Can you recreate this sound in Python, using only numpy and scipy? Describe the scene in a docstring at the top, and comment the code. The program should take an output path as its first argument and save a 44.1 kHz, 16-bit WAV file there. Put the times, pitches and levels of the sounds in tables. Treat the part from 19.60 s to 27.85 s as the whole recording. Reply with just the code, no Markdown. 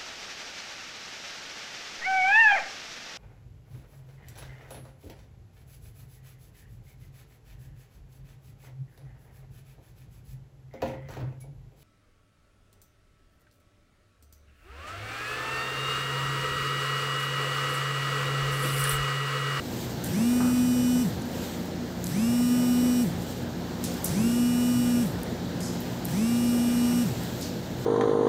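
"""In a tiled room an air conditioner drones: noise-fed room modes, fan rush and compressor multiples.
A bed sheet rustles as grainy hiss; rotor, casing and cloth tick in short noise bursts.
Something metallic clinks and a frame is bumped, both as decaying sine modes with a room tail.
A tiny unbalanced motor, pressed against the microphone's casing, runs about one second in every two:
it ticks, spins up, buzzes with a comb of shaft orders and brush hiss, and coasts down."""
import sys
import numpy as np
from scipy import signal
from scipy.fft import rfft, irfft, next_fast_len
from scipy.io import wavfile
from scipy.ndimage import uniform_filter1d, map_coordinates

SR = 44100
rng = np.random.default_rng(int(sys.argv[2]) if len(sys.argv) > 2 else 0)


def transcribe(u):
    """Save the signal u as a 16-bit wav file named by the first command-line argument.

    u: samples, shape (n,) or (channels, n), limited to [-1, 1]; the rate is SR.
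    q: integer samples, one column per channel.
    """
    v = np.clip(np.atleast_2d(u).T, -1, 1)
    q = np.round(v * 32767).astype(np.int16)
    wavfile.write(sys.argv[1], SR, q)


N = 363825
TOP_HZ = 15650  # band limit

# motor current bursts: on_s, off_s, reference_level_db
CURRENT = [(.445, 1.427, -23), (2.445, 3.427, -23), (4.445, 5.427, -23), (6.445, 7.43, -23.5)]


def amp(db):
    """Gain of a level in dB."""
    return 10 ** (np.asarray(db) / 20)


def unit(x):
    """x at rms 1."""
    return x / np.sqrt(np.mean(x ** 2) + 1e-20)


def along(points, hz):
    """Interpolate (Hz, value) points on a log frequency axis."""
    point_hz, value = np.transpose(points)
    return np.interp(np.log(hz + 1), np.log(point_hz + 1), value)


def curve(rows):
    """One value per sample from rows of (s, value)."""
    point_s, value = np.transpose(rows)
    return np.interp(np.arange(N) / SR, point_s, value)


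def wobble(rate_hz):
    """Smooth random curve with rate_hz knots a second."""
    knots = rng.standard_normal(int(N * rate_hz / SR) + 4)
    return map_coordinates(knots, [np.arange(N) * rate_hz / SR])


def random_phase():
    """Uniform starting phase in radians."""
    return rng.uniform(0, 2 * np.pi)


def filtered(x, response):
    """Multiply the spectrum of x by a response of frequency."""
    size = next_fast_len(len(x) + 8192)
    return irfft(rfft(x, size) * response(np.fft.rfftfreq(size, 1 / SR)), size)[:len(x)]


def rush(spectrum, patchy_db):
    """Coloured noise of rms 1 with time-frequency patches of random gain."""
    z = signal.stft(rng.standard_normal(N), nperseg=512)[2]
    field = uniform_filter1d(rng.standard_normal(z.shape), size=6, axis=0)
    field = uniform_filter1d(field, size=12, axis=1)
    noise = signal.istft(z * amp(patchy_db * unit(field)), nperseg=512)[1][:N]
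    return unit(filtered(noise, lambda hz: amp(along(spectrum, hz))))


def room_tail():
    """Fresh reverberant noise of energy 1; each frequency dies at its own speed."""
    # room decay: frequency_hz, t60_s
    decay = [(1000, 0.44), (5000, 0.5), (15000, 0.045)]
    hz, t, z = signal.stft(rng.standard_normal(SR // 2), SR, nperseg=256)
    fade = amp(-60 * t / along(decay, hz)[:, None])
    tail = signal.istft(z * fade, SR, nperseg=256)[1]
    return tail / np.linalg.norm(tail)


def add(track, start_s, sound):
    """Mix a sound into the track at start_s."""
    part = track[round(start_s * SR):][:len(sound)]
    part += sound[:len(part)]


def struck(blows, modes, wet_db, grit):
    """Each blow rings the modes at new strengths; chatter roughens the ring and the room answers."""
    out, t = np.zeros(N), np.arange(SR // 2) / SR
    for start_s, blow_db in blows:
        ring = np.zeros(len(t))
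        for hz, level_db, t60_s in modes:
            decay = amp(blow_db + level_db + rng.normal(0, 1.1) - 60 * t / t60_s)
            struck_hz = hz * rng.normal(1, 0.0075)
            ring += decay * np.sin(2 * np.pi * struck_hz * t + random_phase())
        ring *= 1 - np.exp(-t / 0.00067)  # onset
        ring *= 1 + grit * wobble(925)[:len(t)]
        add(out, start_s, ring)
        add(out, start_s, amp(wet_db) * signal.fftconvolve(ring, room_tail()))
    return out


def air_conditioner():
    """Fan rush, the room's low modes excited by noise and multiples of the compressor's shaft."""
    # fan rush spectrum: frequency_hz, relative_density_db (per Hz)
    fan_spectrum = [(15, -50), (45, -13), (75, -11), (125, -5), (240, -3), (320, -7.5), (500, -10),
                    (900, -16), (1100, -22.5), (1600, -21), (2500, -29), (4000, -26), (7300, -34.5),
                    (9500, -45), (13500, -41), (15900, -40)]
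    # room modes under the fan: centre_hz, width_hz, level_db
    low_modes = [(124.4, 13.7, -42), (175.7, 11, -41.5), (217, 23, -49.5), (242.9, 6.7, -43.5),
                 (352.3, 23, -47.5), (491, 25, -52.5)]
    # compressor tones: multiple_of_shaft, level_db
    multiples = [(2, -47.5), (3, -43.5), (4, -49), (6, -40), (8, -46), (10, -45)]
    compressor_hz = 29.36
    angle = 2 * np.pi * np.cumsum(compressor_hz * (1 + 0.003 * wobble(1.492))) / SR
    out = np.zeros(N)
    for k, level_db in multiples:
        out += amp(level_db + wobble(5.6)) * np.sin(k * angle + random_phase())
    for centre_hz, width_hz, level_db in low_modes:
        resonance = lambda hz: 1 / (1 + ((hz - centre_hz) / width_hz * 2) ** 2)
        out += amp(level_db) * unit(filtered(rng.standard_normal(N), resonance))
    return out + amp(-35.5 + 0.69 * wobble(2.09)) * rush(fan_spectrum, patchy_db=1)


def sheet():
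    """Sliding cloth: a coloured hiss whose level swells and flutters."""
    # rustle level: time_s, level_db
    rustle = [(0, -49.5), (.18, -43.5), (.42, -52.5), (1.68, -51.5), (1.82, -42.5), (2.2, -58.5),
              (2.42, -51), (3.55, -53), (3.7, -43.5), (3.88, -57), (4.2, -54), (4.27, -44), (4.41, -47.5),
              (5.7, -55), (5.99, -58), (6.26, -48), (6.4, -52.5), (7.6, -45.5), (7.86, -47.5), (8.12, -54),
              (8.25, -49)]
    # cloth spectrum: frequency_hz, relative_density_db (per Hz)
    cloth_spectrum = [(900, -40), (1500, -12), (2800, -2), (4000, -2), (5800, -5), (7500, -1.5),
                      (10000, -14), (12200, -8.5), (13800, -3), (16000, -13)]
    return amp(curve(rustle) + 1.2 * wobble(40)) * rush(cloth_spectrum, patchy_db=1)


def bumped_frame():
    """Bumps ring the frame's low, short modes."""
    # bumps: start_s, level_db
    bumps = [(.803, -40.5), (.84, -48.5), (.875, -47)]
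    # frame modes: frequency_hz, relative_level_db, t60_s
    frame_modes = [(780, -4, .08), (880, -1, .12), (1080, -4, .06), (1250, 2, .14), (1480, -5, .12),
                   (1700, -11, .07), (2000, -9, .07), (2550, -8, .06)]
    return struck(bumps, frame_modes, wet_db=2.5, grit=0.95)


def metal_clinks():
    """Blows ring the high modes of something small and metallic."""
    # clinks: start_s, level_db
    clinks = [(6.005, -45), (6.03, -47), (6.055, -50), (6.08, -52), (6.12, -53)]
    # metal modes: frequency_hz, relative_level_db, t60_s
    metal_modes = [(4630, -11, .08), (5050, -4, 0.06), (5360, -2.5, 0.08), (6060, -6, .1), (6210, -10, .1),
                   (6800, -3.5, .14), (7200, -5, .08), (7900, -3, .08), (8660, -9, 0.086), (9100, -7, .08),
                   (10400, -10, .1), (11300, -7, 0.11), (11550, -8, .14), (13700, -8, .06)]
    return struck(clinks, metal_modes, wet_db=6, grit=1.06)


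def ticks():
    """Millisecond cracks of decaying noise, each with its own band and share of room."""
    # ticks of rotor, casing and cloth: start_s, dry_peak_db, low_hz, high_hz, room_tail_db (re crack)
    cracks = [(.44, -23.5, 7000, 14000, 0), (.445, -20, 3500, 14000, -6), (.458, -30, 7000, 13000, -10),
              (1.62, -31, 5000, 11000, -12), (1.656, -34, 7000, 15000, -12), (2.057, -35, 11000, 16000, -6),
              (2.442, -20, 6950, 14000, -12), (2.46, -29, 7000, 15000, -10), (2.469, -20, 4500, 11000, -15),
              (3.622, -33, 6500, 9000, -12), (3.633, -33, 7000, 13000, -12), (4.24, -20.5, 3800, 16000, 7),
              (4.342, -28, 6000, 16000, -8), (4.421, -32, 6000, 15000, 1), (4.444, -13.5, 6300, 16000, 3),
              (4.447, -13.5, 6300, 16000, -5), (4.457, -21, 4000, 16000, 7), (4.474, -28, 11000, 16000, -4),
              (5.633, -21, 7500, 16000, -7), (6.005, -27, 4500, 14000, 0), (6.205, -25.5, 11500, 16000, 3),
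              (6.39, -38, 11000, 16000, -1), (6.449, -25, 7500, 15000, -12),
              (6.454, -15.5, 7500, 14900, -12), (7.635, -29, 7500, 16000, -12),
              (7.81, -31, 3480, 15000, 10.5), (7.822, -30.5, 3620, 7040, 11.5)]
    out, t = np.zeros(N), np.arange(SR // 50) / SR
    for start_s, peak_db, low_hz, high_hz, tail_db in cracks:
        band = signal.butter(3, [low_hz, high_hz], "bandpass", fs=SR, output="sos")
        crack = signal.sosfilt(band, amp(-60 * t / .003) * rng.standard_normal(len(t)))
        crack *= amp(peak_db) / np.abs(crack).max()
        add(out, start_s, crack)
        tail = signal.sosfilt(band, room_tail())
        tail /= np.sqrt(2 * (high_hz - low_hz) / SR)  # make up for the energy outside the band
        add(out, start_s, amp(tail_db) * np.linalg.norm(crack) * tail)
    return out


def shaft_speed():
    """Shaft speed in Hz: each burst closes in on the free speed, then runs down without current."""
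    # settling speed, drifting with load and supply: time_s, speed_hz (turns per second)
    free_speed = [(.6, 247.4), (1.05, 247.7), (1.2, 246.8), (1.4, 247.3), (2.7, 242.2), (2.98, 245.6),
                  (3.16, 244.6), (3.27, 246.6), (3.43, 244.2), (4.7, 241.6), (4.92, 242.2), (5.09, 244.4),
                  (5.43, 239.8), (6.7, 239.6), (7, 239.8), (7.32, 241.2)]
    breakaway_s = .028  # wait before the rotor turns
    spin_up_s, coast_s = .058, .13  # time constants
    t, share = np.arange(N) / SR, np.zeros(N)
    for on_s, off_s, _ in CURRENT:
        run_up = 1 - np.exp(-np.clip(t - on_s - breakaway_s, 0, None) / spin_up_s)
        run_down = np.exp(-np.clip(t - off_s, 0, None) / coast_s)
        share += run_up * run_down
    return np.maximum(share * curve(free_speed), 1)


def motor():
    """The off-centre weight shakes once a turn; brushes and bearings add overtones and hiss."""
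    # shaft orders: multiple, relative_level_db (the first, the shake, is made apart)
    orders = [(1, 0), (2, -37), (3, -42), (4, -48), (5, -30), (6, -33), (7, -39), (8, -39), (9, -46),
              (10, -30), (11, -34), (12, -27), (13, -50), (14, -41), (15, -40), (16, -41), (17, -51),
              (18, -43), (19, -39), (20, -35), (21, -42), (22, -30), (23, -27), (24, -31), (25, -38),
              (26, -41), (27, -37), (28, -45), (29, -36), (30, -31), (31, -33), (32, -32), (33, -33),
              (34, -28), (35, -37), (36, -33), (37, -36), (38, -38), (39, -40), (40, -37), (41, -46),
              (42, -39), (43, -43), (44, -34), (45, -36), (46, -33), (47, -34), (48, -33), (49, -40),
              (50, -42), (51, -39), (52, -44), (53, -36), (54, -36), (55, -44), (56, -36), (57, -34),
              (58, -41), (59, -42), (60, -45), (61, -47), (62, -33), (63, -50)]
    # brush hiss spectrum: frequency_hz, relative_density_db (per Hz)
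    brush_spectrum = [(900, -120), (1500, -3), (3000, -9), (5500, -2), (6750, -7.5), (7700, 0.5),
                      (10000, -7), (12000, -4), (13800, -2), (16000, -8.5)]
    # casing colour: frequency_hz, gain_db
    casing = [(200, 0), (1200, 0), (2100, 2), (2900, 0), (4300, -8), (5300, 0), (6100, 2), (6750, -9),
              (7500, 0), (8300, 1), (10000, -4), (11500, -1), (12700, -5), (13800, 0), (16000, 0)]
    full_hz = 245
    t, speed = np.arange(N) / SR, shaft_speed()
    slack = np.clip(1 - speed / full_hz, 0, 1) ** .5  # below full speed the rotor runs loose in its bearings
    angle = 2 * np.pi * np.cumsum(speed) / SR
    play = (.0007 + .045 * slack ** 1.3) * wobble(300)  # shaft angle jitter, rad
    out, hiss = np.zeros(N), rush(brush_spectrum, patchy_db=3.0)
    for on_s, off_s, reference_db in CURRENT:
        span = slice(round(on_s * SR), round((off_s + 0.22) * SR))
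        u, turn, turn_hz = t[span], angle[span], speed[span]
        octaves = np.log2(turn_hz / full_hz)
        since_off_s = u - off_s
        edges = np.clip((u - on_s) / 0.014, 0, 1) * np.clip((off_s + 0.21 - u) / .03, 0, 1)

        # shaking force grows with speed and drops when the current is cut
        coasting = np.clip(since_off_s / 0.098, 0, 1)
        shake = amp(reference_db + 3.0 + 9.7 * octaves - 2 * coasting) * np.sin(turn)

        whine = np.zeros(len(u))
        for k, level_db in orders[1:]:
            # away from full speed an overtone meets another part of the casing's colour
            moved_db = along(casing, k * turn_hz) - along(casing, k * full_hz)
            gain = amp(level_db + moved_db + rng.normal(0, 1) + wobble(4.06)[span])
            gain = gain * (k * turn_hz < TOP_HZ)
            whine += gain * np.sin(k * (turn + play[span]) + random_phase())
        whine *= amp(reference_db + 3.5 + 8 * octaves - 12 * np.clip(since_off_s / .018, 0, 1))

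        # loose rotor rattles twice a turn; flares when the current is cut, then fades
        beat = np.exp(.5 * np.cos(2 * turn))
        released_db = (u > off_s) * (9 - 26 * np.clip(since_off_s / 0.14, 0, 1))
        rattle_db = reference_db - 35 + 20 * np.minimum(slack[span], .7) + released_db
        rattle = amp(rattle_db) * beat * hiss[span]
        out[span] = edges * (shake + whine + rattle)
    return out


def scene():
    """All sources at one microphone."""
    background = air_conditioner() + sheet()
    hits = bumped_frame() + metal_clinks() + ticks()
    return (background + hits + motor())[None]


def record(dry):
    """The microphone drops the deepest bass; nothing is kept above the band limit."""
    response = lambda hz: (hz < TOP_HZ) / (1 + (42 / (hz + 1)) ** 3.9)
    return filtered(dry[0], response)[None]


dry = scene()
out = record(dry)
transcribe(out)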